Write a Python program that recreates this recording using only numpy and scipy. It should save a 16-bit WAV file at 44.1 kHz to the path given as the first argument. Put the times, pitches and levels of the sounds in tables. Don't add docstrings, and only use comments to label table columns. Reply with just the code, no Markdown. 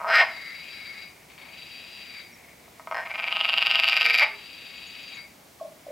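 import sys
import numpy as np
from scipy import signal
from scipy.fft import rfft, irfft, next_fast_len
from scipy.io import wavfile
from scipy.ndimage import uniform_filter1d, minimum_filter1d, map_coordinates

SR = 44100
rng = np.random.default_rng(int(sys.argv[2]) if len(sys.argv) > 2 else 0)


def log_audio(samples):
    frames = np.atleast_2d(samples).T
    limited = np.clip(frames, -1, 1)
    pcm = np.round(limited * 32767).astype(np.int16)
    wavfile.write(sys.argv[1], SR, pcm)


N = 260631


def amp(db):
    return 10 ** (np.asarray(db) / 20)


def unit(x):
    return x / np.sqrt(np.mean(x ** 2) + 1e-20)


def along(points, hz):
    point_hz, value = np.transpose(points)
    return np.interp(np.log(hz + 1), np.log(point_hz + 1), value)


def read(rows, times):
    row_s, *columns = np.transpose(rows)
    return [np.interp(times, row_s, column) for column in columns]


def filtered(x, response):
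    size = next_fast_len(N + SR // 2)
    spectrum = rfft(x, size) * response(np.fft.rfftfreq(size, 1 / SR))
    return irfft(spectrum, size)[..., :N]


def coloured(x, points, size=2048):
    gain = amp(along(points, np.fft.rfftfreq(size, 1 / SR)))
    cepstrum = irfft(np.log(gain))
    cepstrum[1:size // 2] *= 2
    cepstrum[size // 2 + 1:] = 0
    impulse = irfft(np.exp(rfft(cepstrum)))
    return signal.fftconvolve(x, impulse)[:N]


def yard(x, side_db, size=256):
    # pitch_hz, time_to_fall_60_db_s
    fade_times = [(300, 0.2), (700, 0.4), (2000, 0.33), (5000, 0.36), (9000, 0.05)]
    hz, t, noise = signal.stft(rng.standard_normal((2, SR // 2)), SR, nperseg=size)
    fade_s = along(fade_times, hz)[:, None]
    tail = signal.istft(noise * amp(-60 * t / fade_s), SR, nperseg=size)[1]
    tail = tail / np.linalg.norm(tail[0])
    mid, side = signal.fftconvolve(x[None], tail, axes=1)[:, :N]
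    return np.array([mid + amp(side_db) * side, mid - amp(side_db) * side])


def walls(x, tones, width_hz):
    def response(f):
        total = 1
        for hz, db in tones:
            damping = 1j * f * width_hz
            total = total + amp(db) * damping / (hz ** 2 - f ** 2 + damping)
        return total
    return filtered(x, response)


def hush():
    # pitch_hz, relative_level_db_per_hz
    air_colour = [(20, -26), (40, -12), (65, -0.5), (105, -4), (175, 1.5), (300, -0.5), (450, -3),
                  (700, -1), (1300, -8), (1900, -9), (3300, -11), (5300, -12.5), (9000, -16),
                  (15500, -17.5)]
    # pitch_hz, likeness (1 = the same)
    likeness = [(40, 1), (130, 0.99), (260, 0.85), (700, 0.34), (2500, 0.36), (8000, 1)]

    def response(hz):
        turn = np.arccos(np.clip(along(likeness, hz), -1, 1)) / 2
        return amp(along(air_colour, hz)) * [np.cos(turn), np.sin(turn)]

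    mid, side = filtered(rng.standard_normal((2, N)), response)
    return amp(-52.5) * unit(np.array([mid + side, mid - side]))


def faint_band(flutter_rate=45):
    # time_s, level_db (before the flutter and the left-right balance)
    band_levels = [(0, -49), (1.45, -60), (2.2, -55), (2.42, -53), (2.65, -62), (5.3, -58.5), (5.5, -74),
                   (5.91, -61)]
    t = np.arange(N) / SR
    level_db, = read(band_levels, t)
    flutter = map_coordinates(rng.standard_normal(int(t[-1] * flutter_rate) + 4), [t * flutter_rate])
    colour = [(1300, -39), (1900, -14), (2250, -8), (2600, -18), (3300, -37.5)]  # pitch_hz, gain_db
    band = filtered(rng.standard_normal(N), lambda hz: amp(along(colour, hz)))
    return amp(level_db + 2 * flutter) * unit(band) * amp([[1], [-1]])


def ring(pulses, voice, attack, scatter, rough_db, size=800):
    # pitch_hz, ring_s (stretched below while the sacs are slack), relative_level_db
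    throat_tones = [(641, 0.001, -2), (925, 0.00051, -3.5)]
    # ratio_to_overtone_pitch, ring_s, relative_level_db
    overtones = [(0.842, 0.0012, -6.5), (0.998, 0.0013, -2), (1.575, 0.002, -27.5), (2.2, 0.0017, -32.5),
                 (2.49, 0.0012, -20.5)]
    s, db = np.transpose(pulses)
    sac_hz, sac_ring, throat_db, over_hz, over_db = [c[:, None] for c in read(voice, s)]
    index = np.ceil(s * SR).astype(int)[:, None] + np.arange(size)
    t = index / SR - s[:, None]
    chance = rng.standard_normal((len(s), 3))

    def mode(hz, life):
        return np.sin(2 * np.pi * hz * t) * np.exp(-t / life)

    sac = mode(sac_hz * (1 + scatter * chance[:, :1]), sac_ring)
    slack = amp(throat_db)
    throat = slack * sum(amp(level) * mode(hz, life * (1 + slack)) for hz, life, level in throat_tones)
    pulse_over_hz = over_hz * (1 + 0.015 * chance[:, 1:2])
    over = sum(amp(level) * mode(ratio * pulse_over_hz, life) for ratio, life, level in overtones)
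    wave = sac + throat - amp(over_db + rough_db * chance[:, 2:]) * over
    wave *= amp(db)[:, None] * (1 - np.exp(-t / attack)) ** 2
    return np.bincount(index.clip(0).ravel(), wave.ravel(), N)[:N]


def near_ring(pulses, s, sac_hz, throat_db, sac_ring, over_hz, over_db):
    voice = np.column_stack(np.broadcast_arrays(s, sac_hz, sac_ring, throat_db, over_hz, over_db))
    return ring(pulses, voice, attack=0.00013, scatter=0.036, rough_db=2.5)


def squawk(rows, jitter, rough_db):
    t = np.arange(rows[0][0], rows[-1][0], 1 / SR)
    rate, db = read(rows, t)
    pulse_count = np.floor(np.cumsum(rate) / SR)
    at = np.flatnonzero(np.diff(pulse_count, prepend=-1))
    chance = rng.standard_normal((len(at), 2))
    pulse_s = t[at] + jitter * chance[:, 0] / rate[at]
    return list(zip(pulse_s, db[at] + rough_db * chance[:, 1]))


def beat(first, last, rate, slowing):
    u = np.linspace(0, 1, round((last - first) * rate) + 1)
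    return first + (last - first) * (u - slowing * u * (1 - u) / 2)


def note(s, db, gap, before_db, step, opening_db, count=5):
    k = np.arange(count)
    steps = step * .72 ** k * np.exp(0.131 * rng.standard_normal(count))
    lead_s = s - gap - np.cumsum(steps)
    lead_db = db + before_db / 2 + opening_db + 6 * 0.22 ** k + 0.65 * rng.standard_normal(count)
    straggler = (s + rng.uniform(.008, .013), db - 12 + 2.5 * rng.standard_normal())
    return [*zip(lead_s, lead_db), (s - gap, db + before_db), (s, db), straggler]


def rattle(sac_ring=0.00108, rough_db=0.8, pair_db=1.6, gap_scatter=0.08):
    # first_note_s, last_note_s, notes_per_s, share by which the beat slows
    timing = (3.0698, 4.191, 23.2, 0.058)
    # time_s, sac_pitch_hz
    sac_curve = [(3.06, 2140), (3.328, 2660), (3.482, 2760), (4.014, 2600), (4.096, 2380), (4.21, 2300)]
    full_db, swell_db, swell_s = -3.8, 19.6, 0.3
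    gap_s, gap_grows_s_per_s = 0.0052, 0.0018
    before_db = -3.2
    throat_db, throat_slack_db = -14.5, 9.5
    over_hz, over_slack_hz = 4670, 160
    over_db, over_db_per_s = -20.5, 12.5
    times = beat(*timing)
    age = times - times[0]
    slack = np.exp(-age / swell_s)
    pulses = []
    for s, level, usual_gap in zip(times, full_db - swell_db * slack, gap_s + gap_grows_s_per_s * age):
        chance = rng.standard_normal(3)
        db = level + rough_db * chance[0]
        gap = usual_gap * np.exp(gap_scatter * chance[1])
        lean_db = pair_db * chance[2]
        opening_db = -18.4 - .5 * db
        pulses += note(s + gap / 2, db - lean_db / 2, gap, before_db + lean_db, .0043, opening_db)
    sac_hz, = read(sac_curve, times)
    return near_ring(pulses, times, sac_hz, throat_db + throat_slack_db * slack, sac_ring,
                     over_hz + over_slack_hz * slack, over_db + over_db_per_s * age)


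def near_frog():
    # time_s, pulses_per_s, pulse_level_db, sac_pitch_hz, throat_level_db
    squawk_curves = [
        [(.003, 155, -40, 1010, 8.5), (.062, 190, -32, 1110, 7.5), (.083, 235, -17, 1540, -3),
         (.142, 251, -2.5, 1860, -15.5), (.175, 234, -4, 1890, -14.5), (.2, 380, -1.5, 1950, -11),
         (.222, 340, -9, 2070, -4.5), (.24, 300, -21.5, 2070, -3)],
        [(2.9445, 98, -19.5, 1700, 0), (2.985, 134, -20, 1700, -2), (3.02, 185, -30.5, 1810, -2),
         (3.043, 220, -26, 1980, -4)],
        [(4.2045, 123, -14, 2280, -10.5), (4.216, 250, -12, 2220, -8), (4.232, 295, -4.5, 2190, -5),
         (4.246, 297, -20, 2200, -4.5)],
    ]
    # sac_ring_s (at the pitch ring_at_hz), overtone_pitch_hz, overtone_level_db
    squawk_tones = [(0.0005, 4980, -19.5), (0.001, 5090, -17.5), (0.00105, 4690, -13)]
    # time_s, pulse_level_db
    click_pulses = [(2.68, -49.5), (2.7965, -38.5), (2.8728, -31.5), (2.9126, -26), (2.9235, -25.5)]
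    # sac_pitch_hz, throat_level_db, sac_ring_s, overtone_pitch_hz, overtone_level_db
    click_tone = (2070, 6, 0.0012, 5450, -17)
    # pitch_hz, gain_db
    call_colour = [(280, -50), (440, -14.5), (570, -15), (660, -4), (1300, 2.5), (1650, -2), (2600, 1),
                   (3400, -1), (5000, -0.5), (6200, -2), (9000, 3.5), (11700, 2), (14000, -30)]
    # pitch_hz, level_against_direct_sound_db
    wall_tones = [(652, -2), (822, 2.5), (975, 2), (1115, 1), (1272, 8), (1384, 2), (1539, 9), (1630, -3),
                  (1851, 7), (2110, 2), (2340, -9), (2694, -7), (2855, -3), (3230, 4.5)]
    ring_at_hz = 2000
    call = near_ring(click_pulses, [0], *click_tone) + rattle()
    for rows, (sac_ring, over_hz, over_db) in zip(squawk_curves, squawk_tones):
        s, rate, db, sac_hz, throat_db = np.transpose(rows)
        pulses = squawk(np.column_stack([s, rate, db]), jitter=0.082, rough_db=1.85)
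        ring_s = sac_ring * sac_hz / ring_at_hz
        call = call + near_ring(pulses, s, sac_hz, throat_db, ring_s, over_hz, over_db)
    call = amp(3.0) * coloured(call, call_colour)
    call = walls(call, wall_tones, width_hz=35)
    return (call + amp(-10.5) * yard(call, side_db=-15.5)) * amp([[.25], [-.25]])


def far_frog():
    # first_note_s, last_note_s, notes_per_s, share by which the beat slows (negative: quickens),
    # middle_level_db, rise_db, throat_level_db, overtone_pitch_hz
    far_rattles = [(0.318, 1.022, 22.7, -0.17, -32, -1, -20, 4760),
                   (1.535, 2.192, 22.8, 0.01, -32.8, 1.5, -19, 4690),
                   (4.348, 5.17, 24.6, 0.18, -32.7, 3, -35, 4630)]
    # time_s, sac_pitch_hz
    far_sacs = [
        [(0.33, 2150), (0.478, 2130), (0.632, 2440), (0.954, 2170), (1.03, 2370)],
        [(1.52, 2430), (1.6, 2530), (1.998, 2520), (2.166, 2230), (2.2, 2290)],
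        [(4.35, 2400), (4.396, 2520), (5.076, 2530), (5.17, 2220)],
    ]
    # time_s, pulse_level_db
    far_clicks = [(1.3, -36.5), (1.379, -32.5), (1.415, -32), (1.453, -32), (1.485, -36)]
    # sac_pitch_hz, sac_ring_s, throat_level_db, overtone_pitch_hz, overtone_level_db
    far_click_tone = (2330, 0.0017, -8.5, 4450, -9.5)
    # pitch_hz, gain_db
    far_colour = [(300, -24), (620, 0.5), (1200, 11), (2200, 0.5), (3200, 4.5), (4000, 7), (4900, 0.5),
                  (5700, 0.5), (7500, 9), (11000, -9)]
    # pitch_hz, level_against_direct_sound_db
    far_wall_tones = [(2200, 7), (2365, -1), (2480, 6), (2570, -1), (2875, 3), (3210, 10), (3645, -5),
                      (3935, 4.5), (4665, 11), (4780, 6)]
    tight_ring_s, tight_hz = 0.0011, 2500
    ring_doubles_hz = 250
    over_db, over_db_per_s = -6, 1.5
    calls = [(far_clicks, [(0, *far_click_tone)])]
    for (first, last, rate, slowing, db, rise_db, throat_db, over_hz), sacs in zip(far_rattles, far_sacs):
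        times = beat(first, last, rate, slowing)
        pulses = []
        for s, level in zip(times, db + rise_db * np.linspace(-.5, .5, len(times))):
            note_db = level + 0.8 * rng.standard_normal()
            pulses += note(s, note_db, rng.uniform(.004, .009), -1.5, step=.006, opening_db=-11)
        voice = []
        for s, hz in sacs:
            ring_s = tight_ring_s * 2 ** ((tight_hz - hz) / ring_doubles_hz)
            voice.append((s, hz, ring_s, throat_db, over_hz, over_db + over_db_per_s * (s - first)))
        calls.append((pulses, voice))
    call = sum(ring(pulses, voice, attack=0.00014, scatter=0.015, rough_db=1.0) for pulses, voice in calls)
    call = walls(coloured(call, far_colour), far_wall_tones, width_hz=16.7)
    return (amp(-5.5) * call + amp(-1) * yard(call, side_db=-12)) * amp([[2], [-2]])


def bird(slide=0.025):
    # start_s, length_s, middle_pitch_hz, peak_db (before the mix below)
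    bird_notes = [(2.311, 0.05, 5600, -57), (3.97, 0.2, 470, -44), (4.224, 0.18, 414, -48),
                  (4.748, 0.035, 7000, -55), (4.856, .04, 6720, -52), (4.99, 0.12, 6570, -58),
                  (5.127, .05, 6750, -55)]
    out = np.zeros(N + SR)
    for s, length, hz, db in bird_notes:
        u = np.linspace(0, 1, int(length * SR))
        phase = 2 * np.pi * np.cumsum(hz * (1 + slide * (.5 - u))) / SR
        out[round(s * SR):][:len(u)] += amp(db) * np.sin(np.pi * u) ** 2 * np.sin(phase)
    return amp(-6) * out[:N] + amp(-4) * yard(out[:N], side_db=-9)


def clucks(fall=0.092):
    # start_s, peak_db (before the echo), settled_pitch_hz, time_to_peak_s
    cluck_notes = [(5.597, -42.5, 1082, 0.0093), (5.6105, -27.5, 617, 0.005), (5.624, -32.5, 593, 0.0037),
                   (5.6495, -33, 587, 0.0058), (5.866, -32, 580, 0.0028), (5.883, -32, 542, 0.0036),
                   (5.902, -33, 543, 0.0055)]
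    t = np.arange(SR // 8) / SR
    out = np.zeros(N + SR)
    for s, db, hz, swell in cluck_notes:
        phase = 2 * np.pi * np.cumsum(hz * (1 + fall * np.exp(-t / 0.0076))) / SR
        envelope = (t / swell * np.exp(1 - t / swell)) ** 1.34
        out[round(s * SR):][:len(t)] += amp(db) * envelope * np.sin(phase)
    return out[:N] + amp(-8) * yard(out[:N], side_db=-12)


def scene():
    return hush() + faint_band() + near_frog() + far_frog() + bird() + clucks()


def record(dry, ceiling=0.51, top_hz=15850):
    needed = ceiling / np.maximum(np.abs(dry).max(axis=0), ceiling)
    gain = uniform_filter1d(minimum_filter1d(needed, size=131), size=65)
    return filtered(dry * gain, lambda hz: hz < top_hz)


dry = scene()
out = record(dry)
log_audio(out)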